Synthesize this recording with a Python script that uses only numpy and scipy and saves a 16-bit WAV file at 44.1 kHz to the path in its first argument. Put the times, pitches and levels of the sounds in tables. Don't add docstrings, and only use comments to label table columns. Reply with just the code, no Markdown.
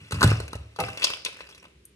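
import sys
import numpy as np
from scipy import signal
from scipy.fft import rfft, irfft
from scipy.io import wavfile
from scipy.ndimage import map_coordinates

SR = 44100
rng = np.random.default_rng(int(sys.argv[2]) if len(sys.argv) > 2 else 0)


def waveform_to_disk(signal):
    frames = np.transpose(np.atleast_2d(signal))
    scaled = np.clip(frames, -1, 1) * 32767
    samples = np.round(scaled).astype(np.int16)
    wavfile.write(sys.argv[1], SR, samples)


N = 85995

# frequency_hz, gain_db
ROOM_COLOUR = [(20, -30), (42, -17.5), (68, 5), (100, -8.5), (170, -6.5), (250, -13.5), (380, -10),
               (700, -33.5), (1400, -29), (2600, -24.5), (5000, -33), (10000, -38.5), (13000, -48.5)]
# start_s, hold_s, level_db, grains_per_s
FLESH_TEARS = [(0.0, 0.3, -54, 1700), (0.107, 0.11, -44, 700), (0.244, 0.039, -32.5, 610),
               (0.349, 0.2, -51.5, 560), (0.568, 0.6, -63.5, 2100), (0.797, 0.13, -44.5, 680),
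               (0.973, 0.019, -40, 1130), (1.055, 0.067, -40.5, 400), (1.264, 0.0093, -54, 490),
               (1.303, 0.21, -53.5, 303), (1.469, 0.18, -58.5, 154)]
# frequency_hz, gain_db
FLESH_COLOUR = [(150, -2.5), (450, 3), (900, -3), (1400, 1.5), (1950, 0), (2650, 11.5), (3400, -9),
                (5000, -13.5), (8000, -6.5), (11000, -9), (13500, -29.5)]
# start_s, level_db, firmness_hz
COUNTER_PUSHES = [(0.014, -42, 195), (0.1284, -22, 176), (0.1704, -21.5, 138), (0.2426, -9, 160),
                  (0.2618, -11.5, 92), (0.3146, -20, 171), (0.3959, -11.5, 62), (0.5504, -10, 55.2),
                  (0.6086, -15.5, 53.6), (0.805, -39, 202), (0.822, -30.5, 172), (0.884, -36, 207)]
# pitch_hz, level_db, t60_s
COUNTER_MODES = [(72.5, -10, 0.4), (92.1, 4.5, 0.16), (107.12, -1, 0.44), (132.2, 3, 0.16),
                 (148.8, -11, 0.39), (188, -4.5, 0.22), (283, 2, 0.29), (442, -21, .2)]
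# start_s, crumble_s, board_db, hollow_db, splinter_db
KNIFE_BREAKS = [(0.11, 0.0046, -39, -44.5, -38), (0.122, 0.0049, -36, -31.5, -30),
                (0.144, 0.0077, -40, -43, -40.5), (0.159, 0.0036, -45.5, -42.5, -51),
                (0.187, 0.0055, -52, -41, -52), (0.209, 0.0034, -33, -29.5, -31),
                (0.2141, 0.0013, -30, -37.5, -34.5), (0.2185, 0.00024, -37, -19, -34.5),
                (0.2295, 0.0015, -21, -18, -19.5), (0.2343, 0.0013, -28, -19.5, -28),
                (0.238, 0.0015, -29.5, -37, -23), (.2418, 0.0031, -16, -25, -24),
                (0.276, 0.0023, -32.5, -46.5, -31.5), (0.3165, 0.0014, -22.5, -27.5, -46),
                (0.402, 0.0028, -32, -40.5, -37.5), (0.481, 0.0023, -48, -52.5, -46),
                (0.532, 0.0016, -35, -35.5, -39), (0.5542, 0.0038, -36, -50, -44)]
# frequency_hz, gain_db
BOARD_COLOUR = [(80, -15.5), (170, 1.5), (300, 4), (520, 5.5), (700, 3), (1000, -19.5), (2000, -34),
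                (6000, -44.5)]
# frequency_hz, gain_db
SPLINTER_COLOUR = [(500, -31), (1500, -22), (2600, 3), (3300, -0.5), (4000, 6.5), (5500, -1.5),
                   (8000, -1.5), (10800, -2), (13000, -16)]
# start_s, crumble_s, body_db, pitch_hz, snap_db, chip_db
SHELL_SNAPS = [(0.762, 0.0064, -48.5, 4540, -50, -49.5), (.7885, 0.0084, -34.5, 2900, -42.5, -42),
               (0.803, 0.0013, -31.5, 2540, -32, -29), (0.8383, 0.0013, -33, 2420, -34, -48),
               (0.885, 0.0026, -36.5, 2800, -54, -43), (0.974, 0.0017, -45, 3030, -36.5, -39.5),
               (1.0212, 0.0018, -42, 2670, -28, -38.5), (1.0299, 0.0035, -45.5, 3490, -27.5, -37.5),
               (1.0416, 0.0029, -35, 4760, -25, -24.5), (1.0446, 0.0014, -36, 5030, -18.5, -27),
               (1.048, 0.0025, -47, 3280, -30, -38.5), (1.051, 0.00097, -46, 5050, -28, -40),
               (1.07, 0.0024, -45, 3110, -28.5, -48.5), (1.102, 0.0049, -35, 2630, -37, -34),
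               (1.1364, 0.00051, -44, 3510, -33, -45), (1.2501, 0.0021, -47, 5400, -36.5, -28),
               (1.2599, 0.0055, -40, 2577, -29.5, -46.5), (1.264, 0.0098, -45.5, 3750, -32.5, -61),
               (1.284, 0.007, -45, 2480, -60, -46), (1.4065, 0.0047, -43.5, 2485, -40.5, -52),
               (1.491, 0.018, -53, 3040, -56, -48.5), (1.548, 0.01, -63, 3930, -57.5, -50.5),
               (1.58, 0.0025, -71, 2720, -57, -53), (1.627, .004, -59, 2520, -64.5, -66.5),
               (1.643, .003, -57, 3000, -64.5, -66.5), (1.653, .003, -52.5, 2880, -54.5, -59)]
# frequency_hz, gain_db
BODY_COLOUR = [(120, -28), (300, -1.5), (600, 2.5), (850, -6), (1300, 2), (1700, -3), (2500, -23),
               (6000, -32.5)]
# pitch_hz, level_db, t60_s
BODY_MODES = [(396, -9, 0.033), (600, -4, 0.045), (700, -7.5, .05), (1048, 3.5, .035), (1173, 6.5, 0.035),
              (1558, -5.5, .03), (2400, -12, 0.03), (2650, -0.5, 0.13)]
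# pitch_hz, level_db, t60_s
PLATE_MODES = [(2700, 1, 0.08), (3210, -1.5, 0.079), (4620, -1, .05), (4740, 6.5, 0.1065),
               (5570, 1.5, 0.049), (6040, -13, 0.044), (7830, -5.5, .04)]
# frequency_hz, gain_db
CHIP_COLOUR = [(800, -27.5), (2500, 0.5), (5000, 2.5), (7800, -6.5), (10000, -2.5), (12000, -9),
               (14000, -29.5)]
# start_s, level_db
CLAW_KNOCKS = [(.7882, -26), (.7933, -23), (.8060, -25), (.8136, -28)]
# pitch_hz, level_db, t60_s
CLAW_MODES = [(174.2, -11, 0.19), (402, -24, 0.28), (502, -4, 0.099), (657, -3.5, 0.077), (695, -4.5, 0.16),
              (782, 0, 0.075), (829, -4, 0.06), (1096, -13.5, .08), (1254, -4, 0.1), (1556, -20.5, .1),
              (2133, -21, .08)]
# band_hz, t60_s, level_db
KITCHEN_BANDS = [(125, 1, -27.5), (500, 0.65, -8), (1300, 0.38, -8), (2800, 0.41, -8.5), (4940, 0.64, -12),
                 (9150, 0.22, -8.5), (13100, 0.2, -26.5)]

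HIT_SAMPLES, LEAD_S = 4096, 0.006
TEAR_SPREAD_DB = 2.5
SIDE_SIGNS = np.array([[1], [-1]])


def amp(db):
    return 10 ** (np.asarray(db) / 20)


def add(out, start_s, x):
    i = max(int(start_s * SR), 0)
    out[..., i:i + x.shape[-1]] += x[..., :N - i]


def at_level(x, db):
    return x * amp(db) * np.sqrt(.005 * SR / (np.sum(x ** 2) + 1e-18))


def pan(x, left_db):
    return x * amp(SIDE_SIGNS * left_db / 2)


def cut(x, hz, kind, order=2):
    return signal.sosfilt(signal.butter(order, hz, kind, fs=SR, output="sos"), x)


def colour(x, points):
    hz, db = np.array(points, float).T
    f = np.maximum(np.fft.rfftfreq(HIT_SAMPLES, 1 / SR), 1)
    cepstrum = irfft(np.log(amp(np.interp(np.log(f), np.log(hz), db))))
    cepstrum[1:HIT_SAMPLES // 2] *= 2
    cepstrum[HIT_SAMPLES // 2 + 1:] = 0
    return signal.fftconvolve(x, irfft(np.exp(rfft(cepstrum))))[:len(x)]


def ring(x, hz, stage_width_hz):
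    b, a = signal.iirpeak(hz, hz / stage_width_hz, fs=SR)
    return signal.lfilter(b, a, signal.lfilter(b, a, x))


def decay(t, t60_s):
    return np.exp(-np.log(1000) * t / t60_s)


def modes(table, rise_s):
    t = np.arange(SR) / SR
    ringing = sum(amp(db) * np.sin(2 * np.pi * hz * t) * decay(t, t60) for hz, db, t60 in table)
    return ringing * (1 - np.exp(-t / rise_s))


def struck(x, table):
    return signal.fftconvolve(x, modes(table, 1 / SR)[:HIT_SAMPLES])[:HIT_SAMPLES]


def grains(per_s, size, spread_db):
    strengths = amp(spread_db * np.clip(rng.standard_normal(size), -2, 2))
    return (rng.random(size) < per_s / SR) * rng.standard_normal(size) * strengths


def room_tone(air_db=-59.5, hum_hz=62.7, hum_db=-65.5):
    mid, side = (colour(rng.standard_normal(N + HIT_SAMPLES), ROOM_COLOUR)[HIT_SAMPLES:]
                 for _ in range(2))
    air = (mid + SIDE_SIGNS * cut(side, 500, "high")) / mid.std()
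    hum = np.sqrt(2) * np.sin(2 * np.pi * hum_hz * np.arange(N) / SR)
    return air * amp(air_db) + hum * amp(hum_db)


def wet_pops(per_s, count=8, low_hz=1765, high_hz=6010, t60_s=0.013):
    t = np.arange(HIT_SAMPLES) / SR
    pitches = low_hz * (high_hz / low_hz) ** ((np.arange(count) + rng.random(count)) / count)
    out = np.zeros(SR)
    for hz in pitches:
        pop = np.sin(2 * np.pi * hz * t) * decay(t, t60_s)
        out += signal.fftconvolve(grains(per_s / count, SR, TEAR_SPREAD_DB), pop)[:SR]
    return out


def tearing_flesh(pop_db=-2.5, rise_s=0.0024, fade_s=0.054):
    out, t = np.zeros(N), np.arange(SR) / SR
    for start_s, hold_s, db, per_s in FLESH_TEARS:
        crackle = colour(grains(per_s, SR, TEAR_SPREAD_DB), FLESH_COLOUR)
        pops = wet_pops(per_s)
        tear = crackle / crackle.std() + amp(pop_db) * pops / pops.std()
        envelope = np.minimum(t / rise_s, 1) * np.exp(-np.maximum(t - hold_s, 0) / fade_s)
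        add(out, start_s, tear / tear.std() * envelope * amp(db))
    return out


def counter_thuds():
    out = np.zeros(N)
    for start_s, db, firmness_hz in COUNTER_PUSHES:
        excited = [(hz, mode_db - 10 * np.log10(1 + (hz / firmness_hz) ** 8), t60)
                   for hz, mode_db, t60 in COUNTER_MODES]
        add(out, start_s, amp(db) * modes(excited, rise_s=0.0071))
    return out


def fracture(crumble_s, build_s=0.00094):
    t = np.arange(HIT_SAMPLES) / SR - LEAD_S
    envelope = np.exp(np.minimum(t / build_s, -t / crumble_s))
    crumbs = grains(per_s=4000, size=HIT_SAMPLES, spread_db=2) * envelope
    crumbs /= np.sqrt(np.sum(crumbs ** 2)) + 1e-12
    crumbs[int(LEAD_S * SR)] += 0.83
    return crumbs


def knife_crunch(hollow_hz=1311):
    out = np.zeros((2, N))
    for start_s, crumble_s, board_db, hollow_db, splinter_db in KNIFE_BREAKS:
        crack = at_level(colour(fracture(crumble_s), BOARD_COLOUR), board_db)
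        crack += at_level(colour(fracture(crumble_s), SPLINTER_COLOUR), splinter_db)
        hollow = ring(fracture(crumble_s), hollow_hz, stage_width_hz=1168)
        hollow = at_level(cut(hollow, 1850, "low", order=4), hollow_db)
        add(out, start_s - LEAD_S, pan(crack, left_db=1.5) + pan(hollow, left_db=5.5))
    return out


def tail_twist(snap_top_hz=7160, snap_t60_s=0.033):
    out = np.zeros(N)
    for start_s, crumble_s, body_db, hz, snap_db, chip_db in SHELL_SNAPS:
        body = at_level(colour(fracture(crumble_s), BODY_COLOUR), body_db)
        body += at_level(struck(fracture(crumble_s), BODY_MODES), body_db - 1.5)
        snap = ring(fracture(crumble_s), hz, stage_width_hz=0.76 * hz)
        snap = at_level(cut(snap, snap_top_hz, "low", order=4), snap_db)
        snap += at_level(struck(fracture(crumble_s), [(hz, 0, snap_t60_s)]), snap_db - 3)
        plate_db = snap_db - 7 + 0.28 * (snap_db + 6.5)
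        plate = at_level(struck(fracture(crumble_s), PLATE_MODES), plate_db)
        chips = at_level(colour(fracture(crumble_s), CHIP_COLOUR), chip_db)
        add(out, start_s - LEAD_S, body + snap + plate + chips)
    return out


def claw_knocks():
    out = np.zeros(N)
    for start_s, db in CLAW_KNOCKS:
        add(out, start_s, amp(db) * modes(CLAW_MODES, rise_s=0.0012))
    return out


def wet_tick(start_s=1.854, level_db=-46, pitch_hz=10070):
    out = np.zeros(N)
    tick = ring(fracture(crumble_s=0.0011), pitch_hz, stage_width_hz=3300)
    add(out, start_s - LEAD_S, at_level(tick, level_db))
    return out


def kitchen_reverb(x, early_db=-4, early_decay_s=0.0046, late_rise_s=0.0034):
    t, f = np.arange(SR) / SR, np.maximum(np.fft.rfftfreq(SR, 1 / SR), 1)
    band_hz, t60_s, level_db = np.array(KITCHEN_BANDS).T
    envelope = np.exp(-t / early_decay_s) * (t > .0005)
    early = rng.standard_normal((2, SR)) * envelope / np.linalg.norm(envelope)
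    response = cut(early, 850, "high") * amp(early_db)
    late_spectrum = rfft(rng.standard_normal((2, SR)))
    for k, share in enumerate(np.eye(len(band_hz))):
        band = irfft(late_spectrum * np.interp(np.log(f), np.log(band_hz), share))
        envelope = decay(t, t60_s[k]) * (1 - np.exp(-t / late_rise_s))
        response += band * envelope / np.linalg.norm(envelope) * amp(level_db[k])
    mid, side = signal.fftconvolve(x[None], response, axes=1)[:, :N]
    return (mid + SIDE_SIGNS * cut(side, 420, "high", order=3)) / np.sqrt(2)


def scene(left_lead_s=0.00015, mono_below_hz=250):
    left, right = knife_crunch() + pan(tail_twist() + wet_tick(), left_db=4) + tearing_flesh()
    boom = counter_thuds() + claw_knocks()
    right = map_coordinates(right, [np.arange(N) - left_lead_s * SR], order=5)
    side = cut((left - right) / 2, mono_below_hz, "high", order=1)
    direct = (left + right) / 2 + SIDE_SIGNS * side
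    return direct + boom + kitchen_reverb(left + boom) + room_tone()


def record(dry, low_cut_hz=67, clip_level=0.85, top_hz=13400):
    clipped = np.clip(cut(dry, low_cut_hz, "high"), -clip_level, clip_level)
    return signal.sosfilt(signal.ellip(8, .2, 70, top_hz, fs=SR, output="sos"), clipped)


dry = scene()
out = record(dry)
waveform_to_disk(out)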